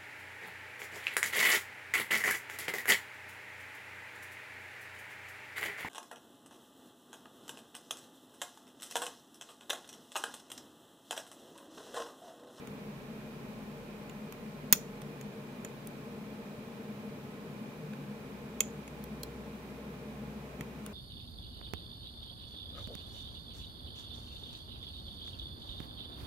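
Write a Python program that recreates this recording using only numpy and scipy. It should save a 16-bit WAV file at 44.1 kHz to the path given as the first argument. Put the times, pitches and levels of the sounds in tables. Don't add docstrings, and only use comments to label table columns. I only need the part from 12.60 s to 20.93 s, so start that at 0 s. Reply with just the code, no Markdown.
import sys
import numpy as np
from scipy import signal
from scipy.fft import rfft, irfft
from scipy.io import wavfile

SR = 44100
rng = np.random.default_rng(int(sys.argv[2]) if len(sys.argv) > 2 else 0)


def digitize_waveform(pressure):
    field = np.atleast_2d(pressure).T
    bounded = np.clip(field, -1, 1)
    quanta = np.round(bounded * 32767).astype(np.int16)
    wavfile.write(sys.argv[1], SR, quanta)


N = 367353
TIME = np.arange(N) / SR
BIN_HZ = np.maximum(np.arange(N // 2 + 1) * SR / N, 1)


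def from_db(db):
    return 10 ** (np.asarray(db) / 20)


def unit_energy(x):
    return x / np.sqrt(np.sum(x ** 2, axis=-1, keepdims=True) + 1e-20)


def at_hz(points, hz):
    freqs, values = np.transpose(points)
    return np.interp(np.log(hz), np.log(freqs), values)


def panned(lean_db):
    return from_db(np.array([[.5], [-.5]]) * lean_db)


def add(track, start_s, sound):
    start = round(start_s * SR)
    part = sound[..., :N - start]
    track[:, start:start + part.shape[-1]] += part


def drift(rate_hz):
    slow = irfft(rfft(rng.standard_normal(N)) / (1 + (BIN_HZ / rate_hz) ** 2), N)
    return slow / slow.std()


def tone(hz, level_db, waver_hz, flutter_db):
    phase = 2 * np.pi * np.cumsum(hz + waver_hz * drift(2.86)) / SR
    return np.sqrt(2) * from_db(level_db + flutter_db * drift(8)) * np.sin(phase)


def resonate(force, hz, width_hz):
    radius = np.exp(-np.pi * width_hz / SR)
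    feedback = [1, -2 * radius * np.cos(2 * np.pi * hz / SR), radius * radius]
    return unit_energy(signal.lfilter([1, 0, -1], feedback, force))


def fan_air():
    # (frequency [Hz], spectral density [dB])
    base_spectrum = [(20, -110), (32, -87), (50, -83.5), (95, -82), (200, -73.5), (330, -80), (520, -81),
                     (730, -86), (1500, -92), (2800, -97.5), (5000, -105), (9500, -110.5), (15650, -110),
                     (16000, -134)]
    # (frequency [Hz], width [Hz], lift [dB])
    air_peaks = [(142.3, 36, 10.5), (208.6, 35, 8), (250.7, 46.6, 6), (369, 25, 4), (449, 83, 8.5),
                 (602, 46, 6), (860, 99, 2.5), (1050, 67, 5), (1284, 16, 4), (2410, 225, 5.5),
                 (3900, 350, 2), (9240, 190, 2.5), (11500, 690, 3.5), (12660, 210, 2), (13900, 500, 2.5),
                 (14800, 290, 6.5)]
    # (frequency [Hz], side minus mid [dB])
    spread = [(60, -10.5), (120, -26), (220, -13.5), (400, -17.5), (700, -4.5), (1300, -1), (2400, 1),
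              (15000, -1.5)]
    # (frequency [Hz], left minus right [dB])
    lean = [(60, -1), (200, 2), (700, 1.5), (1300, -1), (2400, -4.5), (4400, -0.5), (8000, .5), (15000, -2)]
    lift_db = sum(db * np.exp2(-(2 * (BIN_HZ - hz) / width) ** 2) for hz, width, db in air_peaks)
    density_db = at_hz(base_spectrum, BIN_HZ) + lift_db
    mid, side = rfft(rng.standard_normal((2, N))) * from_db(density_db) * np.sqrt(SR / 2)
    side = side * from_db(at_hz(spread, BIN_HZ))
    return irfft(np.array([mid + side, mid - side]) * panned(at_hz(lean, BIN_HZ)), N)


def fan_hum():
    # (frequency [Hz], rms level [dB])
    faint_tones = [(354, -72.5), (467.5, -67.5), (599, -76.5), (720, -93), (840, -69.5)]
    main = tone(hz=210.6, level_db=-54.5, waver_hz=1.65, flutter_db=2.5)
    return main + sum(tone(hz, db, waver_hz=1.514, flutter_db=2.5) for hz, db in faint_tones)


def drones(settle_s=.33, throb_period_s=1.14):
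    # (start [s], end [s], attack [s], release [s], first pitch [Hz], settled pitch [Hz],
    # rms level [dB], throb depth [dB])
    swells = [ (0, 3.8, 0.046, 1.4, 42, 40.9, -66, 1), (5.1, 5.65, 0.13, 0.15, 161.7, 136.4, -49, 0.4),
              (5.5, 8.6, .6, 0.27, 70, 62.4, -56, 2.5), ]
    out = 0
    for start, end, attack, release, first_hz, settled_hz, db, throb_db in swells:
        age = np.maximum(TIME - start, 0)
        envelope = np.clip(np.minimum(age / attack, (end - TIME) / release), 0, 1)
        hz = settled_hz + (first_hz - settled_hz) * np.exp(-age / settle_s)
        level_db = db + throb_db * np.cos(2 * np.pi * age / throb_period_s)
        out = out + envelope * tone(hz, level_db, waver_hz=0.33, flutter_db=0.7)
    return out


def room(sound, tail_db=-20.5, tail_gap_s=0.0064, scatter_db=-15.5, scatter_gap_s=0.0025):
    # (frequency [Hz], reverberation time [s])
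    room_t60 = [(200, 0.42), (2000, 0.19), (7000, 0.27), (14000, 0.12)]
    scatter_t60_s = 0.033
    t, tail = np.arange(SR // 2) / SR, 0
    edges_hz = np.geomspace(100, 18000, 8)
    for low, high in zip(edges_hz, edges_hz[1:]):
        bandpass = signal.butter(2, [low, high], "band", fs=SR, output="sos")
        band = signal.sosfilt(bandpass, rng.standard_normal((2, len(t))))
        tail = tail + band * from_db(-60 * t / at_hz(room_t60, np.sqrt(low * high)))
    tail = unit_energy(tail * np.clip(t / tail_gap_s - 1, 0, 1))
    scatter = rng.standard_normal((2, len(t))) * from_db(-60 * t / scatter_t60_s)
    scatter = unit_energy(scatter * np.clip(t / scatter_gap_s - 1, 0, 1))
    response = from_db(tail_db) * tail + from_db(scatter_db) * scatter
    return signal.fftconvolve(sound, response, axes=-1)[:, :N]


def vice_thuds():
    # (time [s], level [dB], pitch factor [ratio])
    jolts = [(2.1253, -2.5, 1.03), (3.0475, -14, 0.99), (6.0060, -14.5, 2.3), (8.0081, -10, 0.76)]
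    # (frequency [Hz], bandwidth [Hz], level [dB])
    vice_modes = [(175, 82, -16), (197, 39, -3), (430, 140, -11.5)]
    out, t = np.zeros((2, N)), np.arange(SR // 4) / SR
    shove = np.gradient(t * t * np.exp(-t / 0.00058))
    for start_s, level_db, pitch in jolts:
        thud = sum(from_db(db + level_db) * resonate(shove, hz * pitch, width * pitch)
                   for hz, width, db in vice_modes)
        add(out, start_s, thud)
    return out


def chatter(slip_s, shortest_t60_s=0.0086, ear_correlation=0.39):
    t = np.arange(SR // 4) / SR
    t60_s = shortest_t60_s + 4.5 * slip_s
    common, left, right = rng.standard_normal((3, len(t)))
    bounces = np.sqrt(ear_correlation) * common + np.sqrt(1 - ear_correlation) * np.array([left, right])
    return bounces * (1 - np.exp(-t / slip_s)) * from_db(-60 * t / t60_s)


def contact_db(hz, tilt, favoured_hz, pivot_hz=5040, lift_db=9, reach_octaves=0.454):
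    hardness_db = tilt * np.log2(hz / pivot_hz)
    position_db = lift_db * np.exp2(-(np.log2(hz / favoured_hz) / reach_octaves) ** 2)
    return hardness_db + position_db


def pin_ticks():
    # (time [s], lock level [dB], hardness tilt [dB/octave], favoured frequency [Hz],
    # pick level [dB], lock pitch factor [ratio], slip [s], left minus right [dB])
    contacts = [ (0.0723, -45, -5, 9000, -43, 1.05, .0003, -3),
                (1.4954, -46.5, -5, 2560, -32, 1.06, 0.00027, -4),
                (1.7234, -39.5, -5, 13000, -33, 0.88, .0002, -2),
                (2.1257, -8.5, 1.9, 15000, 8, 0.98, .00009, -3),
                (2.1280, -12.5, -1.5, 5340, 3, 0.97, .0011, -1.5),
                (2.4173, -42, -4.5, 8450, -42, 0.96, .0002, -5),
                (2.6116, -43, -1, 2080, -25.5, 1, .0003, -2),
                (3.0474, -37.5, -1, 1900, -16.5, 0.95, 0.00052, -4.5),
                (3.272, -41.5, 1.5, 10500, -41, 1, .0001, -3),
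                (5.334, -49, -8, 2110, -60, 1.12, .00035, -3),
                (6.005, -19.5, 1.5, 2660, 4, 0.96, 0.00041, -5),
                (6.2773, -43.5, -3, 2200, -30, 0.79, .0003, -3),
                (6.4395, -45, 8, 4000, -49, 0.95, .0001, -4),
                (6.6322, -31.5, 4.5, 4480, -41, 1.2, 0.00036, -3),
                (8.0083, -35, -2.5, 2080, -27, 0.966, .0002, -3),
                (8.2624, -36, -3.5, 10200, -48, 1.05, .0001, 0), ]
    # (frequency [Hz], bandwidth [Hz], level [dB])
    lock_modes = [(1110, 250, -0.5), (1357, 190, 3), (2070, 550, 6), (2343, 240, 5), (2690, 79, 1.5),
                  (3460, 230, 5.5), (3960, 530, -1), (4370, 200, -0.5), (5440, 600, -0.5), (5960, 280, 3),
                  (6610, 190, -0.5), (7090, 200, -4.5), (8520, 466, -0.5), (8780, 250, 0.5),
                  (9900, 1500, 6), (11870, 590, 1.5), (11800, 620, 4.5), (13470, 400, 2.5),
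                  (14400, 450, 4.5), (15500, 450, 3.5)]
    # (frequency [Hz], bandwidth [Hz], level [dB])
    pick_modes = [(6860, 180, -2.5), (7060, 25, -30), (7300, 27, -24), (8140, 120, -28)]
    out = np.zeros((2, N))
    for start_s, lock_db, tilt, favoured_hz, pick_db, lock_pitch, slip_s, lean_db in contacts:
        force = chatter(slip_s)
        lock = 0
        for k, (hz, width, db) in enumerate(lock_modes):
            shifted_hz = hz * lock_pitch
            gain = from_db(db + lock_db + contact_db(shifted_hz, tilt, favoured_hz))
            lock = lock + (-1) ** k * gain * resonate(force, shifted_hz, width)
        pick = sum(from_db(db + pick_db) * resonate(force, hz, width) for hz, width, db in pick_modes)
        add(out, start_s, (lock + pick) * panned(lean_db))
    return out


def scene(left_lag_s=.0001):
    direct = pin_ticks() + vice_thuds()
    left, right = fan_air() + (fan_hum() + drones()) * panned(lean_db=0.88)
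    background = np.array([np.roll(left, round(left_lag_s * SR)), right])
    return direct + room(direct) + background


def record(dry):
    cutoff_hz = 16500
    lowpass = signal.ellip(10, .1, 80, cutoff_hz, fs=SR, output="sos")
    return signal.sosfilt(lowpass, np.clip(dry, -1, 1))


dry = scene()
out = record(dry)
digitize_waveform(out)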